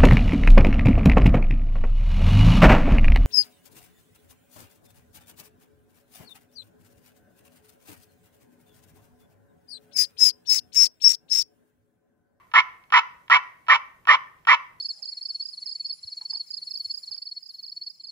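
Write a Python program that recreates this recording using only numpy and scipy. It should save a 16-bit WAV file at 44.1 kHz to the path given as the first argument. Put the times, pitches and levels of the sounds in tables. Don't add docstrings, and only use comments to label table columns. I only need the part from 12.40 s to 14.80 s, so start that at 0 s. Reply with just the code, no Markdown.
import sys
import numpy as np
from scipy import signal
from scipy.fft import rfft, irfft
from scipy.io import wavfile
from scipy.ndimage import uniform_filter1d, minimum_filter1d

SR = 44100
rng = np.random.default_rng(int(sys.argv[2]) if len(sys.argv) > 2 else 0)


def master_out(mix):
    frames = np.transpose(np.atleast_2d(mix))
    ceiling = np.clip(frames, -1, 1)
    pcm = np.round(ceiling * 32767).astype(np.int16)
    wavfile.write(sys.argv[1], SR, pcm)


def volts_from_decibels(level):
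    exponent = np.asarray(level, float) / 20
    return 10 ** exponent


N = 105840
LEAD = SR // 2

# start in [s], length in [s], effort in [dB], top pulse rate in [Hz],
# time into the bark when the upper band drops in [s].
BARKS = [
    (0.1369, .070, -11, 397, 0.055),
    (0.5221, .073, -10.5, 459.2, .041),
    (0.8983, 0.074, -10, 461, .048),
    (1.2828, 0.08, -11.5, 450, 0.058),
    (1.6713, 0.085, -11, 458, 0.0565),
    (2.0704, 0.08, -11, 478.5, .052),
]
# start in [s], peak in [dB].
THROAT_CLICKS = [
    (.115, -38),
    (.119, -41),
    (.5023, -37),
    (.506, -43),
    (.880, -37),
    (1.266, -42),
    (1.271, -36),
    (1.6523, -37),
    (2.050, -37),
]
# start in [s], peak in [dB].
LEAF_TICKS = [
    (0.438, -48.5),
    (1.986, -57.5),
]
# centre in [Hz], width in [Hz], level in [dB].
LOW_MODES = [(510, 120, -23.5), (666, 190, -20), (988.4, 170.3, 0.27), (1120.4, 153, -3), (1315, 174, -2),
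             (1476.6, 175, -6)]
# centre in [Hz], width in [Hz], level in [dB].
UPPER_MODES = [(1818, 246, 1), (2034, 128, -4), (2176, 258, -3.7), (2326, 160, 0.4)]
# centre in [Hz], width in [Hz], level in [dB].
SHRILL_MODES = [(2645, 170, -9), (2982, 300, -10), (3340, 360, -16.5), (3817, 310, -21.5), (4275, 350, -26),
                (5033, 432, -23), (5982, 500, -27.5), (7376, 510, -42), (8950, 570, -41)]
# frequency in [Hz], gain in [dB].
SAC_RADIATION = [(100, -37), (300, -13.5), (500, -3.5), (800, 0.32), (6200, -2.37), (6700, -11), (7300, -6),
                 (9000, -8)]
# centre in [Hz], width in [Hz], depth in [0-1].
LEAF_NOTCHES = [(1610, 150, .75), (4790, 190, 0.5)]
# delay in [s], level in [dB].
NEAR_ECHOES = [(.0023, -19), (.0051, -22), (.0094, -21), (.015, -20.5), (.023, -22.5)]
# delay in [s], level in [dB].
SIDE_ECHOES = [(.0017, -18.5), (.0031, -14)]
# frequency in [Hz], lead of the left in [radians].
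PORT_PHASE = [(100, 0.17), (700, 1.15), (2400, 1), (2800, 2.9), (3500, 4.44), (4500, 6.5), (6200, 16.2),
              (16000, 30)]
# frequency in [Hz], left over right in [dB].
PORT_BALANCE = [(60, 0.5), (150, 2), (380, -3.5), (950, 1), (2380, -4.5), (5980, -3.5), (15000, -1)]
# frequency in [Hz], time to fall 60 dB in [s].
ROOM_DECAY = [(400, 0.58), (1000, 0.47), (2000, 0.47), (3500, 0.43), (6000, 0.42), (10000, 0.22)]
# frequency in [Hz], level in [dB].
ROOM_COLOUR = [(400, 4.6), (1000, 0.5), (1500, 1.5), (2000, -.5), (3500, -5.5), (6000, 0.5), (10000, -5.5)]
# frequency in [Hz], density in [dB per Hz].
FLOOR_COLOUR = [(15, -27.5), (40, -11), (70, -6.5), (115, -2.5), (250, -10.5), (1000, -12.5), (5000, -30.5),
                (15000, -30)]
# frequency in [Hz], likeness in [0-1].
FLOOR_LIKENESS = [(30, .82), (200, .65), (600, .4), (3000, .2), (12000, .1)]


def evened(x):
    return x / np.sqrt(np.mean(x ** 2) + 1e-20)


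def read(points, hz):
    f, value = np.transpose(points)
    return np.interp(np.log(hz + 1), np.log(f + 1), value)


def step(t, at, span):
    return .5 + .5 * np.tanh((t - at) / span)


def resonate(x, hz, width):
    turn = np.exp(2j * np.pi * np.cumsum(hz * np.ones(x.shape[-1])) / SR)
    r = np.exp(-np.pi * width / SR)
    smooth = signal.lfilter([(1 - r) ** 2], [1, -2 * r, r * r], x / turn)
    return 2 * (turn * smooth).real


def ring(x, modes):
    return sum((-1) ** k * volts_from_decibels(db) * resonate(x, hz, width) for k, (hz, width, db) in enumerate(modes))


def folds(t, rate_hz):
    wander_depth, jitter, shimmer_db, breath = .16, .08, 2.2, .15
    start_rate, rise_s, end_sag = .8, .015, .18
    draws = rng.standard_normal((80, 4))
    air_noise = rng.standard_normal((8000, 2))[:len(t)].T
    wander = evened(uniform_filter1d(draws[:, 0], size=6))
    law = start_rate + (1 - start_rate) * np.minimum(t / rise_s, 1) - end_sag * (t / t[-1]) ** 2
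    gaps = np.clip(1 + wander_depth * wander + jitter * draws[:, 1], .3, 3)
    at = np.searchsorted(np.cumsum(rate_hz * law) / SR, np.cumsum(gaps) - gaps[0])
    keep = at < len(t)
    pulses = np.zeros((2, len(t)))
    pulses[:, at[keep]] = volts_from_decibels(shimmer_db * draws[keep, 2:].T)
    pulses[:, 0] = volts_from_decibels(4)
    puffs = signal.lfilter([1], [1, -.98], pulses) * air_noise
    return (1 - breath) * evened(pulses) + breath * evened(puffs)


def favour(x, start_hz, end_hz, u, width_hz, gain):
    return x + gain * resonate(x, start_hz + (end_hz - start_hz) * u, width_hz)


def bark(length, effort_db, rate_hz, drop_s):
    t = np.arange(0, length + 0.084, 1 / SR)
    u = np.minimum(t / length, 1)
    unswollen = 1 - step(t, 0.013, 0.0017)
    effort = volts_from_decibels(-3.5 * unswollen - 5 * ((u - 0.41) * 2) ** 2)
    low, high = folds(t, rate_hz) * (1 - step(t, length, .002)) * effort
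    upper = volts_from_decibels(0.27 - 13.5 * unswollen - 9.5 * step(t, drop_s, 0.0025))
    snap_db, snap_s = 3, .004
    shrill_db = -5 * (1 - np.minimum(u / 0.35, 1)) + snap_db * step(t, length - 2 * snap_s, snap_s / 2)
    sound = ring(favour(low, 1311, 956, u, 260, 1.2), LOW_MODES)
    sound = sound + ring(upper * favour(high, 1764, 2324, u, 280, 2.2), UPPER_MODES)
    sound = evened(sound + ring(volts_from_decibels(3.5) * volts_from_decibels(shrill_db) * high, SHRILL_MODES))
    onset = np.minimum(t / 0.00026, 1)
    return volts_from_decibels(effort_db - 2.5) * onset * sound


def click(db, share_db):
    t = np.arange(1500) / SR
    smack = np.exp(-t / 0.0022) * rng.standard_normal(len(t)) * .08 + (t == 0)
    bands = zip(share_db, (LOW_MODES, UPPER_MODES, SHRILL_MODES))
    sound = sum(volts_from_decibels(g) * ring(smack, modes) for g, modes in bands)
    return volts_from_decibels(db) * sound / abs(sound).max()


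def frog():
    out = np.zeros(N + 2 * LEAD)
    sounds = [(row[0], bark(*row[1:])) for row in BARKS]
    sounds += [(s, click(db, (0.1, 1.5, 11))) for s, db in THROAT_CLICKS]
    sounds += [(s, click(db, (-8, 0.1, 20.5))) for s, db in LEAF_TICKS]
    sounds += [(-0.27, bark(0.092, -11.5, 450, 0.04))]
    for s, sound in sounds:
        at = LEAD + round(s * SR)
        out[at:at + len(sound)] += sound
    return out[:N + LEAD]


def radiate(x):
    folded = irfft(np.log(volts_from_decibels(read(SAC_RADIATION, np.fft.rfftfreq(4096, 1 / SR)))))[:2049]
    folded[1:-1] *= 2
    return signal.oaconvolve(x, irfft(np.exp(rfft(folded, 4096))))[:len(x)]


def air():
    t = np.arange(N) / SR
    gate = np.zeros(N)
    for s, length, effort_db, *_ in BARKS:
        puff = volts_from_decibels(effort_db + 4.5 * np.exp(-abs(t - s) / .008))
        gate += puff * (t > s) * (1 - step(t, s + length, .002))
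    a, b, shared = resonate(rng.standard_normal((3, N)), 11500, 11000)
    return volts_from_decibels(-51.5) * gate * evened(np.array([a + 0.94 * shared, b - 0.87 * shared]))


def leaf_shadow(x):
    for hz, width, depth in LEAF_NOTCHES:
        x = x - np.clip(depth, 0, 1) * resonate(x, hz, width)
    return x


def echo(hz, delay_s, db):
    return volts_from_decibels(db) * np.exp(-2j * np.pi * hz * delay_s)


def ports(x):
    hz = np.fft.rfftfreq(len(x), 1 / SR)
    near = 1 + sum(echo(hz, *e) for e in NEAR_ECHOES)
    side = np.array([echo(hz, *e) for e in SIDE_ECHOES])
    near = near + side * np.minimum(hz / 4000, 1)
    half = volts_from_decibels(read(PORT_BALANCE, hz) / 2) * np.exp(.5j * read(PORT_PHASE, hz))
    return irfft(rfft(x) * near * np.array([half, 1 / half]), len(x))


def room(x):
    taps = np.zeros((3, SR))
    slots = np.arange(300, SR - 20, 20)
    at = slots + rng.integers(0, 20, (3, len(slots)))
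    np.put_along_axis(taps, at, rng.choice([-1., 1.], at.shape), 1)
    hz, t, z = signal.stft(taps[:2] + 0.13 * taps[2], SR, nperseg=256)
    z = z * volts_from_decibels(read(ROOM_COLOUR, hz)[:, None] - 60 * t / read(ROOM_DECAY, hz)[:, None])
    tail = signal.istft(z, SR, nperseg=256)[1]
    tail = tail / np.linalg.norm(tail[0])
    return volts_from_decibels(-24) * signal.fftconvolve(x[None], tail, axes=1)[:, :len(x)]


def floor():
    frames, hz = N // 256 + 5, np.fft.rfftfreq(1024, 1 / SR)
    a, b, c, d, patches = rng.standard_normal((frames, 513, 5)).T
    patches = uniform_filter1d(patches, size=8, axis=0)
    patches = evened(uniform_filter1d(patches, size=12, axis=1))
    same = np.clip(read(FLOOR_LIKENESS, hz), -1, 1)[:, None]
    left = a + 1j * b
    z = np.array([left, same * left + np.sqrt(1 - same ** 2) * (c + 1j * d)])
    z *= volts_from_decibels(read(FLOOR_COLOUR, hz)[:, None] + 1.5 * patches)
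    noise = evened(signal.istft(z, nperseg=1024, noverlap=768)[1][:, :N])
    return volts_from_decibels(-65) * volts_from_decibels(np.array([[-.6], [.6]])) * noise


def scene():
    voice = radiate(frog())
    direct = ports(leaf_shadow(voice))
    return (direct + room(voice))[:, LEAD:] + air() + floor()


def low_pass(x):
    return signal.sosfilt(signal.butter(12, 16480, fs=SR, output="sos"), x)


def record(dry):
    ceiling, span = .9, round(.004 * SR)
    gain = np.minimum(ceiling / (abs(dry).max(0) + 1e-9), 1)
    gain = minimum_filter1d(gain, 2 * span + 1)
    gain = uniform_filter1d(uniform_filter1d(gain, span), span)
    held = signal.oaconvolve(dry * gain, signal.firwin(255, 15600, fs=SR)[None], "same")
    return low_pass(held)


dry = scene()
out = record(dry)
master_out(out)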